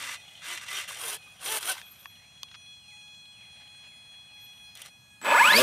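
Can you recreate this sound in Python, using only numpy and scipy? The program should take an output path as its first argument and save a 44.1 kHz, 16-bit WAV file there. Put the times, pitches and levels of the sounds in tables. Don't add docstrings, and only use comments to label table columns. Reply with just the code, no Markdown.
import sys
import numpy as np
from scipy import signal
from scipy.fft import rfft, irfft, next_fast_len
from scipy.io import wavfile
from scipy.ndimage import uniform_filter1d

SR = 44100
rng = np.random.default_rng(int(sys.argv[2]) if len(sys.argv) > 2 else 0)


def undo_db(level):
    steps = np.asarray(level, float) / 20
    return 10 ** steps


def store_pcm(level_fs):
    pcm = np.round(np.clip(level_fs, -1, 1) * 32767).astype(np.int16)
    wavfile.write(sys.argv[1], SR, np.atleast_2d(pcm).T)


N = 248228
FRAME_S, FIRST_FRAME_S = 0.022, 0.021


def rms_one(x):
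    return x / np.sqrt(np.mean(x ** 2) + 1e-20)


def in_time(tables, silent_db=-140):
    t = np.arange(N) / SR
    s, *columns = np.transpose(np.vstack(tables))
    columns = [np.interp(t, s, column) for column in columns]
    inside = sum((t >= rows[0][0]) & (t <= rows[-1][0]) for rows in tables)
    return [np.where(inside, columns[0], silent_db)] + columns[1:]


def colour(x, points):
    hz, db = np.transpose(points)
    size = next_fast_len(N, real=True)
    axis = np.arange(size // 2 + 1) * SR / size + 1
    gain = undo_db(np.interp(np.log(axis), np.log(hz), db))
    return irfft(rfft(x, size) * gain, size)[:N]


def band(x, low_hz, high_hz):
    return signal.sosfilt(signal.butter(2, [low_hz, high_hz], "band", fs=SR, output="sos"), x)


def drift(rate_hz):
    sos = signal.butter(2, [rate_hz / 8, rate_hz], "band", fs=SR / 32, output="sos")
    slow = rms_one(signal.sosfilt(sos, rng.standard_normal(N // 32 + 2)))
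    return np.interp(np.arange(N) / 32, np.arange(len(slow)), slow)


def body(x, peaks, flat_db, widen, wander_db=0):
    out = undo_db(flat_db) * x
    for k, (hz, width, db) in enumerate(peaks):
        r = np.exp(-np.pi * width * widen / SR)
        level_db = db + (wander_db * drift(11.5) if wander_db else 0)
        zeros = np.array([1, 0, -1]) * (1 - r * r) / 2
        poles = [1, -2 * r * np.cos(2 * np.pi * hz / SR), r * r]
        out = out + (-1) ** k * undo_db(level_db) * signal.lfilter(zeros, poles, x)
    return out


def grains(per_s, spread_db):
    sizes = undo_db(spread_db * np.minimum(rng.exponential(1, N), 4)) * rng.standard_normal(N)
    return sizes * (rng.random(N) < per_s / SR) + 1e-18


def burst(times, peaks_db, t60, hold=0.99):
    kicks = np.full(N, 1e-18)
    kicks[np.round(np.asarray(times) * SR).astype(int)] = undo_db(peaks_db)
    shape = signal.lfilter([1], [1, -undo_db(-60 / (t60 * SR))], kicks)
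    return signal.lfilter([1 - hold], [1, -hold], shape) * rng.standard_normal(N)


def glides(tables, orders, wobble_db):
    out, wobble = np.zeros(N), undo_db(wobble_db * drift(21))
    for rows in tables:
        s, hz, db = np.transpose(rows)
        i = np.arange(round(s[0] * SR), min(round(s[-1] * SR), N))
        phase = 2 * np.pi * np.cumsum(np.interp(i / SR, s, hz)) / SR
        tone = sum(undo_db(gain_db) * np.sin(k * phase) for k, gain_db in orders)
        fade = signal.windows.tukey(len(i), min(0.038 * SR / len(i), 1))
        out[i] += np.sqrt(2) * undo_db(np.interp(i / SR, s, db)) * fade * tone
    return out * wobble


# (start [s], fastest [s], end [s], gear rattle [dB], bright share [dB])
STROKES = [(-.4, 0.135, 0.185, -42, -5.5), (0.404, 0.521, 0.63, -40.5, -4.5),
           (0.588, 0.635, 0.66, -47, -5.5), (0.629, 0.785, 0.886, -39.5, -4), (0.867, 0.891, 1.03, -44, -2),
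           (0.912, 1.126, 1.19, -41, 1.5), (1.387, 1.578, 1.598, -36, 2), (1.578, 1.626, 1.65, -46.5, 0),
           (1.626, 1.694, 1.768, -36, 1.5), (1.7, 1.775, 1.84, -48.5, -5), (4.776, 4.803, 4.83, -54, -3),
           (4.835, 4.863, 4.893, -54, -2.5)]
# (start [s], end [s], level [dB])
HUNTING = [
    (0.0, 0.428, -62),
    (1.15, 1.43, -63),
    (1.79, 2.06, -63.5),
    (4.758, 4.888, -60.5),
]
# (time [s], extra level [dB])
JOLTS = [(0.575, 6), (0.6843, 3), (0.8555, 4), (0.8859, 1), (1.036, 3.5), (1.08, 4), (1.144, 4.5),
         (1.459, 4.5), (1.5216, 6), (1.6282, 12), (1.6671, -2.5)]


def stroke_levels():
    t = np.arange(N) / SR
    hunt = 1e-7
    for start, end, db in HUNTING:
        hunt = hunt + undo_db(db) * (t >= start) * np.exp(-np.maximum(t - end, 0) / 0.012)
    hunt_shares_db = np.array([0, -4.5, -4])
    power = np.outer(undo_db(2 * hunt_shares_db), hunt ** 2)
    for start, top, end, db, bright_db in STROKES:
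        i = np.arange(max(round(start * SR) + 1, 0), round(end * SR))
        rise_or_fall = np.where(t[i] < top, 1.17, 1.7)
        speed = np.sin(np.pi / 2 * np.interp(t[i], [start, top, end], [0, 1, 0])) ** rise_or_fall
        low_db = -7 + 0.95 * bright_db
        shares = [(0, 0), (bright_db, 0.36), (low_db, -0.034)]  # (dB, extra swing with speed)
        power[:, i] += [undo_db(2 * (db + share_db)) * speed ** (2 + 2 * follows) for share_db, follows in shares]
    frame_push = np.sin(2 * np.pi * (t - FIRST_FRAME_S) / FRAME_S)
    push_db = 1.1 * frame_push * np.array([[0.4], [1], [0]])
    jolt_db = sum(db * np.exp(-np.maximum(t - s, 0) / 0.0085) * (t >= s) for s, db in JOLTS)
    return 10 * np.log10(power) + push_db + jolt_db


# (frequency [Hz], density [dB per Hz])
GEARS = [
    [(200, -18.5), (400, -16.5), (950, 4.5), (1100, -4.5), (2100, -0.5), (3400, -2), (4600, -7.5),
     (6000, -9), (9000, -4), (15500, -20.5)],
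    [(200, -19.5), (450, -5), (900, 4.5), (1500, -6.5), (3300, -3), (4600, -8), (7000, -10), (9200, -8.5),
     (12000, -9.5), (15500, -15.5)],
]
# (frequency [Hz], width [Hz])
CASE = [
    [(1180, 64), (1590, 125), (2020, 47), (2440, 55), (2750, 38), (3110, 230), (3640, 51), (4100, 72),
     (5830, 170), (7900, 19), (8850, 32)],
    [(760, 52), (1200, 190), (1540, 59), (2100, 80), (2700, 34), (2990, 120), (3280, 86), (3630, 150),
     (4120, 18), (4850, 87), (5880, 68), (8870, 45), (9390, 1200)],
]


def servo_strokes():
    t = np.arange(N) / SR
    rattle_db, bright_db, low_db = stroke_levels()
    clicks = grains(14000, spread_db=1.5) * undo_db(0.65 * drift(96))
    servos = []
    for case, gears in zip(CASE, GEARS):
        modes = [(hz, width, 0) for hz, width in case]
        servos.append(colour(body(clicks, modes, flat_db=-7.5, widen=0.66, wander_db=2.5), gears))
    first_moves = (t < 1.0) | (t > 4.7)
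    parts = []
    for low_hz, high_hz in [(280, 898), (900, 8630), (5500, 22000)]:
        first, second = [rms_one(band(servo, low_hz, high_hz)) for servo in servos]
        parts.append(np.where(first_moves, first, second) * undo_db(0.84 * drift(93)))
    low, middle, bright = parts
    return undo_db(low_db + 5.0) * low + undo_db(rattle_db + 7.0) * middle + undo_db(bright_db + 6.5) * bright


# (start [s], length [s], top pitch [Hz], level [dB], octave level [dB])
WHINE = [
    (0.0, 0.13, 267.3, -68.5, 1),
    (0.455, 0.13, 360.4, -59, -4),
    (0.713, 0.09, 400.5, -61.5, 1),
    (1.032, 0.15, 417, -61, -6),
    (1.42, .17, 444, -49, 6),
    (1.668, 0.058, 773, -42, 10),
]
WHINE_ENDS = [(1.135, 0.93), (0.73, 0.66), (1, 0.95), (1.2, 1.06), (0.32, 0.937), (0.71, 0.84)]


def rotor_whine():
    u = np.linspace(0, 1, num=7)
    out = np.zeros(N)
    for (s, length, top_hz, db, octave_db), (first, last) in zip(WHINE, WHINE_ENDS):
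        rising = (1 - first) * (1 - u / 0.55) ** 2
        falling = (1 - last) * ((u - 0.55) / 0.45) ** 2
        share = 1 - np.where(u < 0.55, rising, falling)
        glide = np.transpose([s + length * u, top_hz * share, db - 60 * (1 - share)])
        orders = [(1, 0.5), (2, octave_db), (3, -3.0), (4, 2.5), (5, -6), (6, -3.5), (7, -18), (8, -6)]
        out += glides([glide], orders, wobble_db=1.5)
    return out


# (time [s], third harmonic [dB], fourth [dB], fifth [dB])
HOLD = [(0.0, -53, -68, -65), (0.215, -60, -55.5, -62), (0.285, -62, -56.5, -68.5), (0.351, -63, -55, -64),
        (1.187, -57.5, -65, -63), (1.231, -53, -64, -71), (1.275, -56.5, -58.5, -71),
        (1.341, -68, -69, -81), (1.824, -57, -53.5, -68), (1.891, -62, -61.5, -68),
        (1.979, -63, -60, -75.0), (2.045, -69, -55, -77), (2.089, -63.5, -56, -65), (2.155, -64, -58, -62),
        (2.199, -63, -65, -64), (2.265, -65, -60.5, -64), (2.353, -68.5, -56, -64),
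        (2.419, -60, -54, -61.5), (2.463, -70, -54.5, -64), (2.507, -60.5, -55, -63),
        (2.617, -56.5, -56, -62), (2.661, -58.5, -51.5, -58.5), (2.749, -64, -53, -58.5),
        (2.793, -64, -57.5, -62), (2.837, -62, -59, -59), (2.881, -55.5, -53.5, -59),
        (3.145, -59.5, -53, -58.5), (3.321, -63, -55, -61), (3.365, -57.5, -58, -61),
        (3.409, -58.5, -53.5, -60), (3.849, -54.5, -54.5, -59), (3.893, -60, -54.5, -61.5),
        (4.091, -60.5, -51.5, -60), (4.223, -62, -54.5, -63), (4.289, -57.5, -57, -59.5),
        (4.333, -56.5, -53, -60.5), (4.377, -58, -51.5, -60.5), (4.531, -62, -54.5, -65),
        (4.597, -57.5, -52.5, -66), (4.641, -56.5, -53.5, -57.5), (4.707, -60, -59, -58.5),
        (4.773, -76, -65, -70), (4.817, -63, -59, -70), (4.861, -71, -61, -61), (4.905, -60, -60, -69),
        (4.971, -64.5, -62.5, -66.5), (5.103, -60, -59.5, -71.5), (5.169, -60, -70, -65),
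        (5.24, -77, -79, -81)]
# (multiple [1], level beside the third for multiples below 3, the fifth for the sixth, the
# eleventh from the seventh up [dB])
OVERTONES = [(1, -19.5), (2, -20.5), (6, -15), (7, 2.5), (8, -1.5), (9, -6), (10, -1), (12, -7), (13, -9.5),
             (14, -19), (15, -20)]
# (time [s], extra level [dB])
SEVENTH = [(2.0, -2.5), (2.45, 6.5), (3.2, 2.5), (4.0, -1), (4.9, 2), (4.97, 3), (5.2, -11)]
SLIPS_S = [2.661, 3.035, 3.409, 3.453, 3.497, 3.541, 3.585, 3.629, 3.673]


def servo_buzz():
    t = np.arange(N) / SR
    frame = (np.maximum(t - FIRST_FRAME_S + FRAME_S, 0) // FRAME_S).astype(int)
    draws = rng.standard_normal((frame[-1] + 1, 16))
    steps = signal.lfilter([0.75], [1, -0.65], draws, axis=0)[frame].T
    phase = 2 * np.pi * np.cumsum(834.7 + 0.7 * drift(4)) / SR
    restarts = np.cumsum(0.25 * draws[:, 0] * (draws[:, 15] > 0))
    seeking = restarts[np.minimum(frame, int(2.1 / FRAME_S))]
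    slips = -1 / 12 * np.searchsorted(SLIPS_S, t)
    phase += 2 * np.pi * uniform_filter1d(slips + seeking, size=220)
    rows = np.array(HOLD)
    held = rows[np.searchsorted(rows[:, 0], t, "right") - 1, 1:].T
    third, fourth, fifth = uniform_filter1d(held, size=150)
    high = -73 + 0.36 * ((third + fourth) / 2 + 58)
    strong = {3: third, 4: fourth, 5: fifth, 11: high}
    weak = {k: db + (third if k < 3 else fifth if k < 7 else high) for k, db in OVERTONES}
    weak[2] = weak[2] + 10.5 * (t > 4.76)
    weak[7] = weak[7] + np.interp(t, *np.transpose(SEVENTH))
    out = 0
    for k, db in {**strong, **weak}.items():
        spread_db = 0.7 if k in (3, 4, 5) else 3.2
        level_db = db + uniform_filter1d(spread_db * steps[int(k)], size=150)
        out = out + undo_db(level_db) * np.sin(k * phase + k * k)
    moving = np.clip((stroke_levels()[0] + 58) / 10, 0, 1)
    return np.sqrt(2) * out * undo_db(-4 * moving)


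# (time [s], peak [dB], bright share [dB])
TWITCH = [(0.238, -46.5, 0), (0.279, -35.5, -3.5), (0.312, -43, -7), (0.349, -38.5, -6), (0.372, -39.5, 2),
          (0.397, -41, 2), (1.369, -45, -9), (1.392, -41.5, -2), (2.153, -41.5, -10.5), (4.751, -48, 3),
          (4.775, -41.5, 2), (4.818, -36, -7)]
# (time [s], peak [dB])
TICKS = [(2.1964, -58), (2.2433, -50), (2.3735, -49), (2.4833, -47), (2.5935, -64), (2.6155, -55),
         (2.6609, -55), (2.7247, -54), (2.7482, -57), (2.794, -55), (2.9013, -51), (2.9243, -63),
         (3.0116, -53), (3.0779, -49), (2.858, -58), (2.879, -57), (2.968, -57), (3.189, -57),
         (3.1433, -53), (3.253, -49), (3.3199, -58), (3.4072, -51), (3.4521, -53), (3.6267, -62),
         (3.674, -49.5), (3.565, -52), (3.695, -56.5), (3.7599, -64), (3.871, -58), (3.893, -63),
         (3.937, -59), (4.025, -63), (4.091, -65), (4.0462, -65), (4.1121, -63), (4.2223, -73),
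         (4.2832, -63), (4.3989, -56), (4.4638, -51), (4.531, -51), (4.575, -50)]
# (time [s], dry level [dB], ringing level [dB])
CRACKLE = [(2.5135, -38, -70), (2.542, -37, -70), (2.548, -35.5, -70), (2.5545, -44, -73),
           (4.752, -45, -35), (4.7725, -41, -35), (4.8176, -40, -28), (4.859, -35, -36)]


def twitches():
    s, peak_db, bright_db = np.transpose(TWITCH)
    jerks = band(burst(s, peak_db + 7.5, t60=0.063), 2900, 3500)
    jerks += band(burst(s, peak_db - 12.5, t60=0.083), 1100, 1800)
    jerks += band(burst(s, peak_db + bright_db + 3.5, t60=0.032, hold=1.0), 3000, 12400) 
    frames = np.arange(FIRST_FRAME_S, 5.2, FRAME_S)
    uneven_db = 3.5 * rng.standard_normal(len(frames))
    s, peak_db = np.transpose(TICKS)
    ticks = burst(frames, uneven_db - 52, t60=0.011) + burst(s, np.maximum(peak_db, -62) + 16, t60=0.016)
    s, dry_db, ring_db = np.transpose(CRACKLE)
    crackle = band(band(burst(s, dry_db + 1, t60=0.025, hold=0.96), 900, 5000), 900, 5500)
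    struck = band(burst(s, ring_db, t60=0.025, hold=0.87), 2700, 14000)
    crackle += body(struck, [(3300, 250, 6.8), (9200, 270, 6.9)], flat_db=-7.5, widen=0.66)
    return jerks + crackle + band(ticks, 2600, 3570) + undo_db(-29.0) * band(ticks, 6200, 18000)


# (frequency [Hz], width [Hz], gain [dB])
GAPS = [(820, 43, -10), (1117, 29, -4), (1360, 57, 1), (1960, 74, -8), (2900, 36, 9), (3660, 99, -6),
        (4160, 120, -12)]


def gap_db(hz):
    return sum(db * np.exp(-((hz - gap_hz) / width) ** 2) for gap_hz, width, db in GAPS)


def motor_levels(hz):
    decades = np.log10(np.maximum(hz, 1) / 1000)
    whine_db = -25.5 + 14 * decades - 9 / (1 + np.exp((2600 - hz) / 80))
    hiss_db = -36.5 + 11.5 * decades + 6 / (1 + np.exp((2260 - hz) / 41))
    return whine_db, -81 + 21.5 * hz / 1000, hiss_db


# (time [s], commutation rate [Hz], magnetic pull [dB])
SPEED = [(5.214, 60, 0.1), (5.26, 155, 0.1), (5.32, 295, 2.5), (5.35, 480, 3), (5.418, 1010, 3),
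         (5.46, 1310, 1.5), (5.505, 1700, 2.5), (5.58, 2520, 1.5), (5.63, 2880, 0.1)]
# (time [s], level [dB])
TORQUE = [(5.214, -49.5), (5.257, -26), (5.3, -21), (5.43, -24.5), (5.501, -21), (5.541, -19.5),
          (5.574, -31), (5.63, -22.5)]
# (time [s], level [dB])
SWITCHING = [
    (5.21, -48),
    (5.4, -37),
    (5.5, -34),
]
# (multiple of commutation [1], level [dB], fades above [Hz])
WHINE_ORDERS = [(1, 0, 2550), (2, 2, 5600), (3, 3, 2600), (4, -1, 1300), (5, -7, 1400)]
# (multiple of blade rate [1], level [dB])
BLADE_ORDERS = [(1, -17), (2, -7), (3, -6.5), (4, 0), (5, -9.5), (7, -20), (9, -9), (12, -27)]
# (frequency [Hz], density [dB per Hz])
BLADE_HISS = [(410, -38), (700, -36), (1690, 12.5), (2010, -7), (2530, 8.5), (6630, -3.5), (11700, -1.5),
              (15600, 1)]
# (frequency [Hz], gain [dB])
NOSE = [(100, -1), (210, 8.5), (270, -2.5), (400, -0.5), (540, 2), (615, 16), (660, -2), (1200, 4)]
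# (frequency [Hz], width [Hz], level [dB])
AIRFRAME = [(237, 100, -16.5), (570, 39, -2.5), (924, 64, 2.5), (1025, 37, 4), (1206, 59, -1),
            (1472, 48, 0), (1697, 35, 3), (2120, 94, -2), (2416, 120, -3.5), (2596, 64, 0),
            (3050, 170, -11), (3510, 55, -6), (3970, 27, -15), (4440, 38, -9.5), (4800, 160, -30)]
# (frequency [Hz], width [Hz], level [dB])
MOUNT = [(4000, 60, -5), (4650, 60, 0), (5100, 70, -4)]


def motor():
    t = np.arange(N) / SR
    steps_per_blade = 21
    s, torque_db = np.transpose(TORQUE)
    started = t > s[0]
    rattle_db = np.interp(t, s, torque_db)
    hz, pull_db = in_time([SPEED], silent_db=0)
    whine_db, beat_db, hiss_db = motor_levels(hz)
    phase = 2 * np.pi * np.cumsum(hz * (1 + 0.0081 * drift(150))) / SR
    turn = phase / steps_per_blade / 2
    since_kick = phase / (2 * np.pi) % 1

    whine = 0
    for k, db, fade_hz in WHINE_ORDERS:
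        level_db = db + pull_db + gap_db(k * hz) + 1.26 * drift(98)
        whine = whine + undo_db(level_db) * np.sin(k * phase) / (1 + (k * hz / fade_hz) ** 10)
    uneven = 1 + 0.013 * np.cos(turn) + 0.055 * np.cos(2 * turn + 1) + 0.044 * np.cos(7 * turn)
    whine = band(whine * uneven * undo_db(whine_db + 8), 400, 9000)
    whine = body(whine, AIRFRAME[:12] + MOUNT, flat_db=-24, widen=1.2)

    shaken = grains(7000, spread_db=2.0) * undo_db(-14 * since_kick) * undo_db(rattle_db) * started
    rattle = undo_db(23.5) * body(band(shaken, 200, 3500), AIRFRAME, flat_db=-26.0, widen=1.18)

    beat = 0
    for k, db in BLADE_ORDERS:
        nose_db = np.interp(k * hz / steps_per_blade, *np.transpose(NOSE))
        beat = beat + undo_db(db + 2 * drift(40) + nose_db) * np.sin(2 * k * turn + k * k)
    beat = beat * undo_db(beat_db)

    puff_db = (-3 - 20 * since_kick) * (hz < 125)
    hiss = rms_one(colour(rng.standard_normal(N), BLADE_HISS))
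    hiss = hiss * undo_db(hiss_db + 7.5 + puff_db) * (1 + 0.14 * np.cos(2 * turn))

    tone = glides([[(s, 7812, db) for s, db in SWITCHING]], [(1, 0), (2, -7)], wobble_db=2.0)
    chopper = tone * np.clip(6 * (1 - since_kick), 0.3, 1)
    return band(whine + rattle + (beat + hiss) * started, 130, 12200) + chopper


# (time [s], low mode [dB], middle modes [dB], high modes [dB])
SNAPS = [
    (0.095, -29, -32, -47),
    (0.909, -31, -62, -52),
    (1.8156, -57, -36, -32),
    (2.057, -33, -32, -37),
    (2.4325, -36.5, -67, -19.5),
]
# (frequency [Hz], decay time t60 [s])
SNAP_MODES = [
    [(1100, 0.011)],
    [(1750, 0.0096), (2550, 0.009)],
    [(3400, 0.0046), (4600, 0.0033), (6200, 0.0024), (13000, 0.0021)],
]


def snaps():
    rise_s = 0.0006
    out = np.zeros(N)
    t = np.arange(round(0.03 * SR)) / SR
    groups = []
    for group in SNAP_MODES:
        ringing = sum(np.sin(2 * np.pi * hz * t) * undo_db(-60 * t / t60) for hz, t60 in group)
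        groups.append(ringing * 1.8 * (1 - np.exp(-t / rise_s)))
    for s, *levels_db in SNAPS:
        out[round((s - rise_s) * SR):][:len(t)] += undo_db(np.array(levels_db)) @ groups
    out = band(out, 770, 11000)
    return out + 0.18 * band(np.roll(out, round(0.0045 * SR)), 470, 3500)


# (start [s], length [s], first pitch [Hz], last pitch [Hz], level [dB])
SQUEAK = [
    [(1.74, .085, 12900, 13350, -64), (1.82, .07, 13650, 14300, -69), (1.84, .06, 12250, 12800, -66),
     (1.865, .055, 11850, 12800, -63), (1.9, .05, 12800, 12750, -54), (1.975, .075, 13150, 13000, -66),
     (2.03, .095, 13200, 12200, -63), (1.96, .1, 12500, 12200, -67), (2.055, .035, 11000, 10300, -69),
     (2.14, .03, 12900, 12250, -70)],
    [(4.335, .025, 12450, 13200, -72), (4.38, .1, 11800, 11900, -68), (4.4, .07, 12100, 11300, -64),
     (4.395, .07, 10200, 10700, -75)],
]
BOW_HZ_PER_S = [1600, 13000]
# (start [s], loudest [s], end [s], first level [dB], top level [dB])
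DRIVE = [
    (1.715, 1.916, 2.33, -68, -53),
    (4.3, 4.44, 7, -94, -65.5),
]


def lens_drive():
    runs = [[(start, first_db), (top, db), (end, db - 29)] for start, top, end, first_db, db in DRIVE]
    hiss = undo_db(in_time(runs)[0] - 6.5) * rms_one(band(grains(20000, spread_db=5.0), 11400, 13400))
    u = np.linspace(0, 1, num=7)
    arcs = []
    for rows, bow in zip(SQUEAK, BOW_HZ_PER_S):
        for s, length, first, last, db in rows:
            hz = first + (last - first) * u + bow * length * np.sin(np.pi * u)
            arcs.append(np.transpose([s + length * u, hz, db + 0 * u]))
    return glides(arcs, [(1, 0)], wobble_db=3.0) + hiss


# (start [s], length [s], first pitch [Hz], last pitch [Hz], level [dB])
BIRD = [
    (2.16, .16, 1730, 2900, -63),
    (2.775, .18, 3400, 1850, -62),
    (3.3, .165, 3410, 1930, -61),
    (3.78, .175, 3500, 1930, -63),
    (4.24, .17, 3400, 1930, -65),
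]
# (share of length [1], share of slide [1], level [dB])
SLIDE = [(0, 0, -9), (.53, .47, -3), (.7, .53, 0), (.83, .83, -3), (1, 1, -7)]


def bird():
    u, slid, shape_db = np.transpose(SLIDE)
    calls = []
    for s, length, first, last, db in BIRD:
        hz = first * (last / first) ** (slid if last < first else u)
        calls.append(np.transpose([s + length * u, hz, db + shape_db]))
    direct = glides(calls, [(1, 0)], wobble_db=1.5)
    echoes = rng.standard_normal(9000) * undo_db(-30 * np.arange(9000) / 9000)
    echoed = signal.fftconvolve(direct, echoes / np.linalg.norm(echoes))[:N]
    return undo_db(-0.3) * (direct + undo_db(-6.0) * echoed)


# (frequency [Hz], density [dB per Hz])
AIR = [(20, -43), (45, -10.5), (100, 2), (180, -1.5), (280, -11.5), (420, -19.5), (800, -12.5),
       (1600, -16.5), (3000, -18.5), (5000, -25.5), (9500, -25), (15600, -30), (17000, -44)]
# (frequency [Hz], side minus middle [dB])
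AIR_WIDTH = [(25, -8), (60, -25), (150, -20), (500, 2), (1500, -0.5), (5000, 1), (15000, -17)]
# (time [s], level [dB])
TRAFFIC = [
    (2.1, -65),
    (3.15, -86),
    (3.5, -64),
    (3.72, -66),
    (4.32, -70),
    (4.75, -70),
]


def air():
    middle, side = [undo_db(-64 + 0.066 * drift(2.3)) * rms_one(colour(rng.standard_normal(N), AIR))
                    for _ in range(2)]
    tyres = [(764, 230, -0.64), (1470, 120, -0.25), (2110, 2400, 1.8)]
    car = body(band(rng.standard_normal(N), 390, 3500), tyres, flat_db=-13.0, widen=1.0)
    car_db = in_time([TRAFFIC])[0] + 2.0 + 2.7 * drift(17)
    return middle + undo_db(car_db) * rms_one(car), colour(side, AIR_WIDTH)


# (frequency [Hz], side minus middle [dB])
WIDTH = [(60, -24), (180, -32), (550, -29), (1650, -25), (4970, -21), (7500, -33), (15000, -50)]


def scene():
    hush, side = air()
    snap = snaps()
    late = np.arange(N) > 2 * SR
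    side = side - 0.5 * np.roll(snap, 9) * late
    servos = servo_strokes() + rotor_whine() + servo_buzz() + twitches()
    near = servos + motor() + snap + lens_drive() + bird()
    smear = rng.standard_normal(2500) * undo_db(-60 * np.arange(2500) / 3500)
    smeared = signal.fftconvolve(near, smear / np.linalg.norm(smear))[:N]
    side = side + colour(smeared, WIDTH) - 0.0033 * band(near, 200, 5600)
    return np.array([near + hush + side, near + hush - side])


def top_cut(x):
    return signal.sosfilt(signal.butter(12, 15780, fs=SR, output="sos"), x)


def record(dry):
    rounded = 0.55 * np.tanh(dry / 0.55)
    high_pass = signal.butter(2, 150, "high", fs=SR, output="sos")
    rounded = dry + signal.sosfilt(high_pass, rounded - dry)
    cut = signal.sosfilt(signal.cheby2(10, 40, 15900, fs=SR, output="sos"), rounded)
    return top_cut(cut)


dry = scene()
out = record(dry)
store_pcm(out)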